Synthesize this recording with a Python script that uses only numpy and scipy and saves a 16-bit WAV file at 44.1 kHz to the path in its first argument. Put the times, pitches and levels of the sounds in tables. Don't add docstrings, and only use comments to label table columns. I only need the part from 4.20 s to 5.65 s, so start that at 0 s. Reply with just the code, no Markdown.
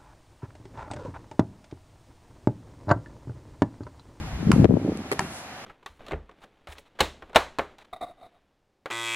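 import sys
import numpy as np
from scipy import signal
from scipy.fft import rfft, irfft
from scipy.io import wavfile

SR = 44100
rng = np.random.default_rng(int(sys.argv[2]) if len(sys.argv) > 2 else 0)


def master(y):
    cut = np.clip(np.atleast_2d(y).T, -1, 1)
    pcm = np.round(cut * 32767)
    wavfile.write(sys.argv[1], SR, pcm.astype(np.int16))


N = 63945
T = np.arange(N) / SR


# pitch_hz, width_db
FAR_WIDTH = [(60, -49.5), (360, -36), (650, -26), (1170, -10.5), (2120, -0.5), (3840, 4.5), (7000, 7.5),
             (12600, 17.5)]


def from_db(db):
    return 10 ** (np.asarray(db) / 20)


def panned(db):
    return from_db(np.array([[db], [-db]]) / 2)


def at_hz(points, hz):
    table_hz, value = np.transpose(points)
    return np.interp(np.log(hz + 1), np.log(table_hz), value)


def noise(spectrum, width):
    hz = np.arange(N // 2 + 1) * SR / N
    mid_bins, side_bins = rfft(rng.standard_normal((2, N))) * from_db(at_hz(spectrum, hz))
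    mid = irfft(mid_bins, N)
    side = irfft(side_bins * from_db(at_hz(width, hz)), N)
    return (mid + side * [[1], [-1]]) / mid.std()


def decay(start, t60):
    return (T >= start) * from_db(-60 * np.maximum(T - start, 0) / t60)


def ring(start, hz, t60):
    return decay(start, t60) * np.sin(2 * np.pi * hz * (T - start))


def swelling(rows):
    return sum(from_db(db) * np.exp(-((T - centre) / half) ** 2) for centre, half, db in rows)


def low_pass(x, hz):
    sos = signal.butter(2, min(hz, SR / 2 - 1), fs=SR, output="sos")
    return signal.sosfilt(sos, x + 1e-18)


def high_pass(x, hz):
    return signal.sosfilt(signal.butter(2, hz, "high", fs=SR, output="sos"), x + 1e-18)


def ball():
    # start_s, level_db, slap_db, thump_db, knock_hz, knock_db, smack_hz, smack_db,
    # echo_knock_hz, echo_knock_db, pan_db, slap_width_db (added to the near width)
    bounces = [(0.3165, -1.5, -4, 3, 1000, -16.5, 1390, -9, 1024, -22.5, -3.5, -2),
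               (0.9929, -2, -5.5, -3.5, 973, -8.5, 1776, -10.5, 760, -18.5, 0.5, 2)]
    # pitch_hz, level_db, t60_s
    air_modes = [(968, -42.5, 0.28), (1300, -27, 0.077), (1624, -45, 0.07), (1920, -44.5, 0.22),
                 (2073, -47, 0.092), (2373, -49.5, 0.23), (2710, -48, 0.44), (3290, -55, 0.17),
                 (4480, -51, .25), (4850, -62, .15), (5720, -56, .25)]
    # pitch_hz, level_db, t60_s
    skin_modes = [(1640, -20.5, 0.0061), (2328, -21.5, .012), (3010, -32.5, 0.011), (4550, -30.5, 0.0085),
                  (5015, -23.5, 0.0066)]
    # pitch_hz, density_db
    slap_spectrum = [(300, -16), (900, 1), (1800, 2.5), (2700, -2.5), (3700, -20.5), (4900, -8),
                     (6200, -10.5), (7500, -9.5), (10500, -14.5), (13500, -34)]
    # pitch_hz, density_db
    nearby_spectrum = [(100, -34), (220, -2), (370, 3.5), (560, -16), (780, -1), (950, -14), (1300, -7.5),
                       (2000, -34), (4000, -42), (9000, -42)]
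    # pitch_hz, density_db
    scatter_spectrum = [(150, -22), (350, 11), (550, -10), (800, 1), (1300, 8), (2400, 1), (3600, -9),
                        (6000, -11), (11000, -14.5), (14000, -42)]
    # pitch_hz, width_db
    near_width = [(100, -43), (500, -35), (1000, -14), (3000, 2), (6000, 2), (12000, -3)]
    slap_t60_s, second_slap_s = 0.017, 0.0013
    thump_hz, radiates_above_hz = 190, 650
    echo_s, echo_cut_hz = 0.0125, 5600

    out = np.zeros((2, N))
    for (s, db, slap_db, thump_db, knock_hz, knock_db, smack_hz, smack_db,
         return_hz, return_db, pan_db, width_db) in bounces:
        modes = sum(from_db(mode_db) * ring(s, hz, t60)
                    for hz, mode_db, t60 in [*air_modes, *skin_modes])
        knock = from_db(knock_db) * ring(s, knock_hz, 0.018)
        smack = -from_db(smack_db) * ring(s, smack_hz, 0.015)
        contact = decay(s, slap_t60_s) + decay(s + second_slap_s, slap_t60_s / 2)
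        slap_noise = noise(slap_spectrum, np.add(near_width, [0, width_db]))
        slap = from_db(-16 + slap_db) * contact * slap_noise
        spike = from_db(-6) * ring(s, 2570, 0.00054)
        struck = modes + knock + smack + slap + spike
        direct = high_pass(struck, radiates_above_hz) * panned(pan_db)

        thump = -from_db(-12 + thump_db) * ring(s + 1 / (4 * thump_hz), thump_hz, 0.02)
        delayed = np.array([np.interp(T - echo_s, T, channel) for channel in direct])
        echo = from_db(-16.5) * low_pass(delayed, echo_cut_hz)
        echo_knock = from_db(return_db) * ring(s + 0.0105, return_hz, 0.036)
        nearby = from_db(-26) * decay(s + echo_s, 0.13) * noise(nearby_spectrum, near_width)
        tail = from_db(-38.5) * decay(s, 0.62) * noise(scatter_spectrum, FAR_WIDTH)
        out += from_db(db) * (direct + thump + echo + echo_knock + nearby + tail)
    return out


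def shoe():
    # start_s, thud_db, grit_db, thud_hz, clap_hz
    step = [(0.916, -17, -24, 413, 1110), (0.9237, -12.5, -25.5, 465, 1227),
            (0.930, -21.5, -31.5, 288, 1930)]
    # pitch_hz, density_db
    grit_spectrum = [(200, -29), (600, 0), (1150, 3), (1700, -2.5), (2200, -2), (3000, -12), (4200, -12),
                     (6000, -18), (10000, -14), (13500, -25)]
    # pitch_hz, density_db
    settle_spectrum = [(120, -26), (260, 9), (500, 5), (680, -10), (950, -9), (1500, -30)]
    # centre_s, half_length_s, level_db
    tick_and_scuff = [(0.7735, 0.00074, -41.5), (1.163, 0.067, -51.5)]
    # pitch_hz, density_db
    scuff_spectrum = [(1500, -20), (3500, 0), (6000, 1), (10000, 1.5), (11700, -0.5), (13000, -32)]
    # pitch_hz, width_db
    step_width = [(100, -42), (450, -41), (850, -4), (2000, 9.5), (4000, 5.5), (12000, 7)]
    radiates_above_hz = 220

    out = swelling(tick_and_scuff) * noise(scuff_spectrum, step_width)
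    for s, thud_db, grit_db, thud_hz, clap_hz in step:
        thud = ring(s, thud_hz, 0.026)
        settle = from_db(-12.5) * decay(s, 0.12) * noise(settle_spectrum, step_width)
        grit = decay(s, 0.024) * noise(grit_spectrum, step_width)
        clap = from_db(-3) * ring(s, clap_hz, 0.018)
        out += from_db(thud_db) * (thud + settle)
        out += from_db(grit_db) * (grit + clap)
    return high_pass(out, radiates_above_hz)


def wind():
    # time_s, rumble_db, flutter_db, pan_db
    gust = [(0, -32.5, -48, 9.5), (0.1, -38, -58.5, 8.5), (0.149, -36, -49.5, 7), (0.259, -29.5, -47.5, 18),
            (0.29, -21, -31.5, 6), (0.335, -26, -41, 13), (0.37, -20, -30.5, 4.5), (0.43, -21, -31.5, 19.5),
            (0.459, -16.5, -26.5, 25.5), (0.476, -25, -43, 10), (0.499, -18, -27.5, 22.5),
            (0.564, -18, -27.5, 16.5), (0.593, -30.5, -31.5, -1), (0.678, -28, -26, -3),
            (0.71, -32, -31.5, 0.5), (0.74, -30.5, -34.5, 1), (0.84, -41.5, -45, 0),
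            (0.97, -41.5, -49.5, 0), (1.03, -40, -51.5, -0.5), (1.1, -43, -45, 0.5),
            (1.17, -52, -59.5, -0.5), (1.45, -56.5, -57, -0.5)]
    # pitch_hz, density_db
    rumble_spectrum = [(15, -47), (28, -42), (55, -17), (80, -3.5), (115, -2.5), (170, -3.5), (250, -13),
                       (400, -35), (800, -78.5)]
    # pitch_hz, density_db
    flutter_spectrum = [(100, -38.5), (220, 5), (320, -3), (450, -10.5), (600, -18), (800, -25),
                        (1300, -51), (3000, -65)]
    # pitch_hz, density_db
    port_spectrum = [(150, -28), (300, -7), (450, 3), (650, -10), (900, -11), (1400, -27), (3000, -59.5)]
    # centre_s, half_length_s, level_db
    swells = [(0.03, 0.057, -39), (0.15, 0.024, -28.5)]
    # pitch_hz, density_db
    swell_spectrum = [(15, -13), (35, 4.5), (55, 6), (85, 0), (130, -24), (300, -46), (800, -77)]
    # start_s, level_db, pitch_hz, pan_db
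    buffets = [(0.2285, -23, 274, 10), (0.2690, -11.5, 151, 4), (0.2938, -10.5, 202, -13.5),
               (0.3040, -8.5, 263, 13.5), (0.3345, -8, 150, 6), (0.3615, -9, 240, 11.5),
               (0.3810, -11, 224, 9), (0.3998, -3.5, 170, 2), (0.4190, -12, 250, 12),
               (0.4271, -10.5, 228, 2), (0.4434, -8.5, 510, 13.5), (0.4473, -1.5, 250, 11),
               (0.4543, -0.5, 380, 19), (0.4592, -10, 360, 13.5), (0.491, -11.5, 347, 16),
               (0.4945, -2.5, 186, 2.5), (0.5078, -8, 377, 24.5), (0.5145, -17, 377, 11),
               (0.5335, -20.5, 252, 9.5), (0.5391, -2, 214, 10.5), (0.555, -18.5, 375, 16),
               (0.5696, -16, 481, 25.5), (0.5705, -7, 211, 12.5), (0.599, -18.5, 450, 4),
               (0.6150, -16, 290, 1), (0.6287, -11.5, 232, 0), (0.6482, -13.5, 338, 2),
               (0.661, -22.5, 436, 3), (0.678, -14, 458, 3.5), (0.694, -13.5, 367, 0.5),
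               (0.7196, -13.5, 370, -1), (0.753, -18.5, 250, 0.5), (0.7902, -27, 278, -1),
               (0.8036, -23.5, 298, -3), (0.860, -31, 290, 0.5), (1.021, -26, 203, 0),
               (1.047, -30.5, 237, -1)]
    lumps_cutoff_hz, lumps_db = 65, 9.5
    buffet_peak_cycles = 0.52
    width = [(1, -62)]

    times, *columns = np.transpose(gust)
    rumble_db, flutter_db, pan_db = [np.interp(T, times, column) for column in columns]
    rumble = 2 * np.tanh(noise(rumble_spectrum, width) / 2) * from_db(rumble_db)
    lumps = low_pass(rng.standard_normal(N), lumps_cutoff_hz)
    flutter_gain = from_db(flutter_db + lumps_db * np.tanh(lumps / lumps.std()))
    flutter = noise(flutter_spectrum, width) * flutter_gain
    out = (rumble + flutter) * from_db(np.array([pan_db, -pan_db]) / 2)

    exposed = np.maximum(1 - from_db(-pan_db), 0)
    out[0] += exposed * from_db(-1.5) * flutter_gain * noise(port_spectrum, width)[0]
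    out += swelling(swells) * noise(swell_spectrum, width)

    for start, db, hz, eddy_pan_db in buffets:
        cycles = np.maximum(T - start, 0) * hz
        age = cycles / buffet_peak_cycles
        envelope = (age * np.exp(1 - age)) ** 2
        swing = -np.sin(2 * np.pi * cycles)
        out += from_db(db) * panned(eddy_pan_db) * envelope * swing
    return out


def mono_bass(x):
    side = (x[0] - x[1]) / 2
    sos = signal.butter(2, 191, fs=SR, output="sos")
    bass = signal.sosfiltfilt(sos, side)
    return x - bass * [[1], [-1]]


def crackles():
    # start_s, level_db, pitch_hz
    clicks = [(0.445, -2.5, 2060), (0.4560, -2, 1300)]
    left = sum(from_db(db) * ring(s, hz, 0.0012) for s, db, hz in clicks)
    return np.array([left, np.zeros(N)])


def park():
    # pitch_hz, density_db
    park_spectrum = [(30, -25), (60, -10.5), (270, -5.5), (430, -9.5), (750, 0), (950, -5), (1400, -7),
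                     (2300, -12), (3500, -19), (7000, -27.5), (9300, -37), (11300, -32), (12600, -47.5)]
    level_db = -42.5 + 0.5 * T / T[-1]
    return from_db(level_db) * noise(park_spectrum, FAR_WIDTH)


def scene():
    return ball() + shoe() + mono_bass(wind()) + crackles() + park()


def record(dry):
    limit_db, attack_s, release_s = -2.5, 0.0002, 0.22
    cutoff_hz = 13200

    peak_db = 20 * np.log10(np.abs(dry).max(axis=0) + 1e-9)
    over_db = np.maximum(peak_db - limit_db, 1e-9)
    release = T / release_s
    held_db = np.exp(np.maximum.accumulate(np.log(over_db) + release) - release)
    smoothing = np.exp(-1 / (attack_s * SR))
    duck_db = signal.lfilter([1 - smoothing], [1, -smoothing], held_db)
    limited = np.clip(dry * from_db(-duck_db), -1, 1)
    return signal.sosfilt(signal.butter(12, cutoff_hz, fs=SR, output="sos"), limited)


dry = scene()
out = record(dry)
master(out)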